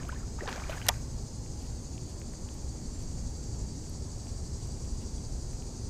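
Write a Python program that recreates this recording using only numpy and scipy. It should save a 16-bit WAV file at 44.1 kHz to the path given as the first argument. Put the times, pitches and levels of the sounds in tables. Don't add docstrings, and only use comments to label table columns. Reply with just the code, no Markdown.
import sys
import numpy as np
from scipy import signal
from scipy.io import wavfile
from scipy.ndimage import uniform_filter1d

SR = 44100
rng = np.random.default_rng(int(sys.argv[2]) if len(sys.argv) > 2 else 0)


def elevation(decibels):
    levels = np.asarray(decibels, float)
    return 10 ** (levels / 20)


def to_wav(s):
    ch = np.atleast_2d(s).T
    pcm = np.round(np.clip(ch, -1, 1) * 32767)
    wavfile.write(sys.argv[1], SR, pcm.astype(np.int16))


N = 259749

# (frequency [Hz], density [dB per Hz])
AIR_SPECTRUM = [(12, -30), (20, -1.5), (70, -0.5), (92, -4), (119, -4.5), (191, -13.5), (237, -13),
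                (356, -19), (396, -19.5), (584, -26), (664, -27.5), (724, -28.5), (806, -27.5),
                (1410, -39.5), (3400, -46), (4420, -70), (7480, -120)]
# (time [s], wind level [dB])
GUSTS = [(0.0, -38), (0.57, -39), (0.7, -34.5), (1.4, -40.5), (1.6, -36.5), (1.88, -42.5), (2.66, -37.5),
         (3.1, -35.5), (3.33, -39), (3.65, -33.5), (3.84, -42), (4.04, -36.5), (4.2, -40), (4.82, -35),
         (5.28, -36.5), (5.77, -39), (5.89, -35)]
# (frequency [Hz], width [Hz], level [dB])
MOANS = [
    (68.7, 9.8, -49),
    (111.3, 5.3, -51),
    (237.7, 12.1, -58),
    (398.7, 9.4, -70.5),
]
# (frequency [Hz], density [dB per Hz])
HISS_SPECTRUM = [(1500, -14), (3000, 1), (10000, 7), (13000, 4), (15500, 1.5)]
# (frequency [Hz], density [dB per Hz])
CHORUS_SPECTRUM = [(3000, -35), (3400, -17), (3900, -13.5), (4150, -7.5), (4350, -6.5), (4650, -2.5),
                   (5400, -6), (6000, -2), (6650, 1), (7100, -3.5), (7700, -3.5), (8500, -8.5), (9300, -12),
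                   (9900, -25), (10500, -34)]
# (time [s], level [dB], tilt [dB per octave])
CHORUS_SWELL = [(0.0, -55, 1), (0.28, -53, -1.5), (0.65, -51.5, -2), (2.1, -51.5, -0.5), (3.23, -50.5, 0),
                (5.35, -50.5, 0.5), (5.89, -51, -0.5)]
# (time [s], lead over the mean beat [throbs])
SONG_LEAD = [(0, -.35), (1, -.05), (2, .33), (3, .6), (3.8, .78), (4.5, .75), (5.89, .43)]
# (frequency [Hz], level [dB])
SONG_BANDS = [
    [(4678, -78), (5120, -69), (6325, -64.5), (6551, -70), (6751, -63.5), (7214, -72), (7725, -88)],
    [(4576, -69.5), (4640, -69.5), (6245, -90), (6659, -66), (6770, -74.5), (7230, -63.5), (7429, -69),
     (7768, -82)],
    [(4651, -67), (4813, -77), (5701, -67.5), (5879, -66), (6514, -74), (6700, -78), (7400, -70),
     (8027, -70.5)],
]
FACING_TIMES = [0.91, 2.75, 5.1]
# (frequency [Hz], density [dB per Hz])
WATER_SPECTRUM = [(180, -37), (300, -13), (376, -29), (405, -7.5), (605, -2.5), (871, -4.5), (950, -3.5),
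                  (1320, -4.5), (1490, -7), (2150, -6.5), (2370, -10.5), (3460, -16), (6000, -14.5),
                  (7800, -48), (13200, -120)]
# (peak time [s], gurgle level [dB], drain t60 [s], spray level [dB])
SURGES = [
    (0.0, -51, 1.2, -74),
    (0.095, -49, 0.062, -70),
    (.128, -53, 0.62, -80),
    (.392, -49, 3.7, -77),
    (.488, -32.5, 0.066, -61),
    (.506, -40.5, 1.15, -65),
    (.698, -40.5, 0.54, -60),
    (0.865, -42, 0.31, -66),
    (.905, -48, 0.16, -77.5),
    (.94, -66, 0.41, -72),
]
# (time [s], peak level [dB], starting frequency [Hz], pitch rise [per t60])
DRIPS = [
    (.000, -41, 1700, .15),
    (.048, -40, 680, .05),
    (0.091, -27, 1174, .85),
    (.122, -39, 1500, 0.067),
    (.126, -32, 940, .21),
    (.160, -39, 1760, 0),
    (.203, -46, 1600, 0.26),
    (.229, -43.5, 1280, .1),
    (5.180, -48, 3400, 0.),
]
# (time [s], peak level [dB], frequency [Hz])
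SMACKS = [(.033, -38, 2750), (.052, -39, 2700), (.089, -44, 2500), (.121, -40, 3000), (.147, -42, 3100),
          (.408, -38, 1870), (.4225, -29, 430), (.41, -43, 330), (.4595, -35, 5000), (.4765, -33.5, 2420),
          (.4765, -28, 3880), (.4765, -32, 1100), (.5267, -29.5, 2000), (.528, -26, 3900),
          (.5606, -30, 5000), (.58, -45, 2800), (.599, -39, 2900), (.638, -41, 3500), (.727, -34, 2800),
          (.7824, -37, 2600), (.8, -42, 3200), (.816, -31, 2500), (.8485, -41, 2800)]
# (time [s], peak level [dB], frequency [Hz])
SPITS = [(.0882, -35, 14300), (.1905, -48, 12000), (.4339, -49, 10100), (.4938, -39, 10100),
         (.5636, -45, 12100), (.7073, -41, 12700), (.7617, -49, 10400), (2.1986, -46, 13300),
         (5.5323, -50, 14300)]
# (time [s], peak level [dB], starting frequency [Hz])
BUBBLES = [(.385, -33.5, 860), (0.388, -35, 1200), (0.4068, -29, 1780), (.414, -31, 333),
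           (.420, -29.5, 520), (.432, -27.5, 536), (.456, -29.5, 780), (.468, -32, 1700), (0.477, -29, 443),
           (.482, -24.5, 1500), (.489, -31, 724), (0.489, -30, 1500), (.501, -35, 340), (.506, -40, 2370),
           (.521, -32, 820), (.556, -30.5, 520), (0.559, -32, 1530), (.577, -33, 670), (.620, -33, 1190),
           (.637, -33, 2240), (.695, -23, 594), (.697, -33.5, 2900), (.719, -34, 2400), (0.73, -28, 1380),
           (.767, -37, 720), (.774, -30.5, 1620), (.815, -33, 1500), (.824, -34, 2900), (.870, -32, 1770)]
# (time [s], crack level [dB], body level [dB], crack t60 [s])
LATCH_BLOWS = [
    (.8661, -29, -50, 0.012),
    (.8846, -14.5, -50, 0.0059),
    (.8858, -15, -40, .020),
    (.8889, -6.5, -10.5, 0.0053),
    (.8905, -20, -11, 0.009),
    (.8972, -60, -16, .01),
]
# (frequency [Hz], density [dB per Hz])
CRACK_SPECTRUM = [(400, -33), (900, -7), (3100, 0.5), (4300, 0), (6000, -4), (8500, -2), (10000, -14),
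                  (11900, -5), (14300, -16), (16000, -14)]
# (frequency [Hz], level [dB], t60 [s])
BODY_MODES = [(520, -28, 0.023), (670, -13, 0.043), (815, 7.5, 0.028), (914, -2, .07), (1053, -9, 0.076),
              (1187, -10.5, 0.06), (1500, -23, 0.023), (1830, 9.5, 0.0086), (2370, -3, 0.022),
              (2810, -2, .014), (3370, 7, 0.022)]
# (time [s], peak level [dB], frequency [Hz], width [share of frequency])
LATCH_TIPS = [
    (.8852, -17, 11800, .15),
    (.8853, -17, 8300, .2),
    (.8853, -17, 4300, .15),
    (.8887, -9, 5700, .12),
    (.898, -24, 1000, .2),
]
# (time [s], peak level [dB], frequency [Hz])
KNOCKS = [(.9413, -39, 2180), (1.4621, -46, 2410), (1.9794, -40, 2520), (2.2168, -39.5, 2480),
          (2.3361, -44, 1720), (2.4888, -38, 2620), (3.184, -46, 2200), (3.5468, -46, 1810),
          (4.2692, -46, 2290), (4.4628, -51, 1730), (4.7726, -49, 2170), (5.1397, -50, 2140),
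          (5.5323, -48, 2050), (5.623, -43.5, 3100)]
# (time [s], peak level [dB])
GEAR_TICKS = [(1.2049, -57), (1.2223, -54), (1.6279, -48), (2.0874, -57), (2.1018, -54), (2.3323, -48),
              (2.5413, -44), (2.9284, -57), (2.9938, -50), (3.0277, -47), (3.2382, -58), (3.3031, -56),
              (3.8404, -54), (3.8972, -42), (4.2564, -56), (4.6735, -50), (4.8391, -57), (5.5315, -57),
              (5.6682, -52)]
# (time [s], level [dB], length [s])
RUBS = [(1.644, -62, 0.12), (2.097, -61, 0.071), (2.555, -65.5, .05), (2.952, -65, 0.044),
        (3.01, -65, 0.066), (3.44, -72, .05), (3.86, -68, 0.087), (4.286, -66, .08), (4.632, -66, .08),
        (4.846, -65, .04), (5.023, -62, .04)]
# (frequency [Hz], density [dB per Hz])
RUB_SPECTRUM = [(1200, -10), (2500, 1), (4000, 0), (9000, -13), (10500, -4), (12000, -15), (15000, -16)]


def evened(x):
    return x / np.sqrt(np.mean(x ** 2) + 1e-20)


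def read(points, hz):
    f, value = np.transpose(points)
    return np.interp(np.log(hz + 1), np.log(f + 1), value)


def curve(rows, t, column=1):
    rows = np.array(rows)
    return np.interp(t, rows[:, 0], rows[:, column], -150, -150)


def add(mix, s, sound):
    part = mix[round(s * SR):][:len(sound)]
    part += sound[:len(part)]


def noise(colour, size, patch_db=0., patch_s=.1, patch_hz=300., tilt_db=0.):
    hop = size // 4
    hz = np.fft.rfftfreq(size, 1 / SR)
    real, imag, patches = rng.standard_normal((N // hop + 6, len(hz), 3)).T
    for _ in range(2):
        patches = uniform_filter1d(patches, 1 + int(patch_hz * size / SR), 0)
        patches = uniform_filter1d(patches, 1 + int(patch_s * SR / hop), 1)
    inside = (hz >= colour[0][0]) & (hz <= colour[-1][0])
    db = read(colour, hz)[:, None] + patch_db * evened(patches) + tilt_db
    spectra = (real + 1j * imag) * elevation(db) * inside[:, None]
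    return evened(signal.istft(spectra, nperseg=size, noverlap=size - hop)[1][:N])


def whistle(hz, width_hz, waver=0.):
    r = np.exp(-np.pi * width_hz / SR)
    excitation = [1, 1j] @ rng.standard_normal((2, N))
    envelope = signal.lfilter([1], [1, -2 * r, r * r], excitation)
    wander = np.interp(np.arange(N), np.linspace(0, N, 16), rng.standard_normal(16))
    carrier = np.exp(2j * np.pi * hz * np.cumsum(1 + waver * wander) / SR)
    return evened((envelope * carrier).real)


def wind(t):
    air = noise(AIR_SPECTRUM, 4096, patch_db=1.0, patch_s=.15, patch_hz=40)
    rumble = signal.sosfiltfilt(signal.butter(2, 90, fs=SR, output="sos"), air)
    wash = air - rumble
    gust_db = curve(GUSTS, t)
    mean_db = gust_db.mean()
    wash_db = mean_db + 0.11 * (gust_db - mean_db) - 0.5
    moans = sum(elevation(db) * whistle(hz, width) for hz, width, db in MOANS)
    return elevation(gust_db - 0.05) * rumble + elevation(wash_db) * wash + moans


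def cicadas(t):
    frames = np.arange(N // 1024 + 6) * 1024 / SR
    octaves = np.log2(np.fft.rfftfreq(4096, 1 / SR) / 6300 + 1e-9)[:, None]
    tilt_db = octaves * curve(CHORUS_SWELL, np.minimum(frames, CHORUS_SWELL[-1][0]), 2)
    far = noise(CHORUS_SPECTRUM, 4096, patch_db=2.8, patch_s=1.1, patch_hz=12, tilt_db=tilt_db)
    beat_hz = 11.7
    turns = beat_hz * t + curve(SONG_LEAD, t)
    throb = np.cos(2 * np.pi * turns) + .2 * np.cos(4 * np.pi * turns + .8)
    near = 0
    for k, bands in enumerate(SONG_BANDS):
        share = np.interp(t, FACING_TIMES, np.eye(3)[k])
        song = sum(elevation(db + 0.5) * whistle(hz, 31, waver=.0012) for hz, db in bands)
        near += np.sqrt(share) * song
    far_db = curve(CHORUS_SWELL, t) - 1.15 + 1.15 * throb
    return elevation(far_db) * far + elevation(2.2 * throb) * near


def microphone_hiss():
    return elevation(-70.5) * noise(HISS_SPECTRUM, 1024)


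def surges(t):
    s, gurgle_db, t60, spray_db = np.transpose(SURGES)[:, :, None]
    rise_s, spray_hang = 0.026, 0.33
    run_dry_s, run_dry_db_per_s = 0.966, -58
    fall_db = -60 * np.maximum(t - s, 0) / t60 + run_dry_db_per_s * np.maximum(t - run_dry_s, 0)
    rise = np.clip(1 + (t - s) / rise_s, 0, 1) ** 2
    gurgle = np.linalg.norm(rise * elevation(gurgle_db + fall_db), axis=0)
    spray = np.linalg.norm(rise * elevation(spray_db + spray_hang * fall_db), axis=0)
    return gurgle, spray


def slop(t):
    tiny, ring_t = np.zeros(N), np.arange(900) / SR
    births = rng.random(N) < 3000 / SR
    size = elevation(3 * np.minimum(rng.exponential(1, N), 4)) * births
    kind = rng.integers(0, 30, N)
    for k, hz in enumerate(np.geomspace(300, 5000, 30)):
        grain = np.sin(2 * np.pi * hz * ring_t) * ring_t * hz * np.exp(-ring_t * hz / 1.6)
        level_db = read(WATER_SPECTRUM, hz) + 5.4 * np.log2(hz / 1000)
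        tiny += elevation(level_db) * signal.oaconvolve(size * (kind == k), grain)[:N]
    rush = noise(WATER_SPECTRUM, 256, patch_db=3, patch_s=.006, patch_hz=500)
    fizz = noise([(3000, -10), (9000, 2), (11000, -1), (15500, -5)], 256)
    hollow = whistle(1520, 170) + elevation(-7) * whistle(2400, 200)
    gurgle, spray = surges(t)
    water = elevation(-4) * evened(tiny) + elevation(-8.0) * rush + elevation(-12.5) * hollow
    return gurgle * water + spray * fizz


def bubble(db, hz, rise, damp=1):
    t = np.arange(0, .1, 1 / SR)
    t60 = damp * 0.036 * (hz / 1000) ** -0.31
    envelope = elevation(db - 60 * t / t60) * (1 - np.exp(-t / 0.0016))
    return envelope * np.sin(2 * np.pi * hz * t * (1 + rise * t / t60))


def drips():
    out = np.zeros(N)
    for s, db, hz, rise in DRIPS:
        add(out, s, bubble(db, hz, rise))
    return out


def tick(db, hz, width):
    t = np.arange(400) / SR
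    puff = rng.standard_normal(400) * t * np.exp(-t / .00012)
    resonance = t * np.exp(-2 * np.pi * width * hz * t) * np.sin(2 * np.pi * hz * t)
    sound = np.convolve(puff, resonance)
    return elevation(db) * sound / abs(sound).max()


def ticks(rows, width):
    out = np.zeros(N)
    for s, db, hz in rows:
        add(out, s, tick(db, hz, width))
    return out


def smacks():
    return ticks(SMACKS, 0.36)


def spits():
    return ticks(SPITS, 0.25)


def splash_bubbles():
    out = np.zeros(N)
    for s, db, hz in BUBBLES:
        add(out, s, bubble(db, hz, rise=0.16, damp=0.79))
    return out


def body_ring(t, soft):
    strike = rng.uniform(0.61, 1, len(BODY_MODES))
    ring = 0
    for gain, (hz, db, t60) in zip(strike, BODY_MODES):
        if soft:
            gain = gain / (1 + (hz / 1600) ** 4)
        rise = 1 - np.exp(-t * hz / 0.47)
        ring = ring + gain * elevation(db - 60 * t / t60) * rise * np.sin(2 * np.pi * hz * t)
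    return ring


def latch():
    out, t = np.zeros(N), np.arange(0, .08, 1 / SR)
    crack = noise(CRACK_SPECTRUM, 256)
    for k, (s, crack_db, body_db, t60) in enumerate(LATCH_BLOWS):
        envelope = elevation(crack_db - 60 * t / t60) * (1 - np.exp(-t / 0.00043))
        ring = body_ring(t, soft=crack_db < -40)
        add(out, s, envelope * crack[k * len(t):][:len(t)] + elevation(body_db - 13.5) * ring)
    for s, db, hz, width in LATCH_TIPS:
        add(out, s, tick(db, hz, width))
    return out


def knocks():
    return ticks(KNOCKS, 0.37)


def gears():
    return ticks([(s, db, 10700 * (1 + .03 * rng.standard_normal())) for s, db in GEAR_TICKS], .17)


def handle(t):
    strokes = sum(elevation(db) * np.exp(-(2 * (t - s) / length) ** 2) for s, db, length in RUBS)
    slips = (rng.random(N) < 450 / SR) * rng.random(N)
    grain = 0.99 + evened(signal.oaconvolve(slips, np.hanning(50))[:N])
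    return strokes * evened(grain * noise(RUB_SPECTRUM, 256))


def scene():
    t = np.arange(N) / SR
    mix = wind(t) + cicadas(t) + microphone_hiss()
    mix += slop(t) + drips() + smacks() + spits() + splash_bubbles()
    mix += latch() + knocks() + gears() + handle(t)
    return mix[None]


def top_cut(x):
    return signal.sosfilt(signal.butter(12, 16520, fs=SR, output="sos"), x)


def record(dry):
    dulled = signal.oaconvolve(dry, signal.firwin(201, 15400, fs=SR)[None], "same")
    return top_cut(dulled)


dry = scene()
out = record(dry)
to_wav(out)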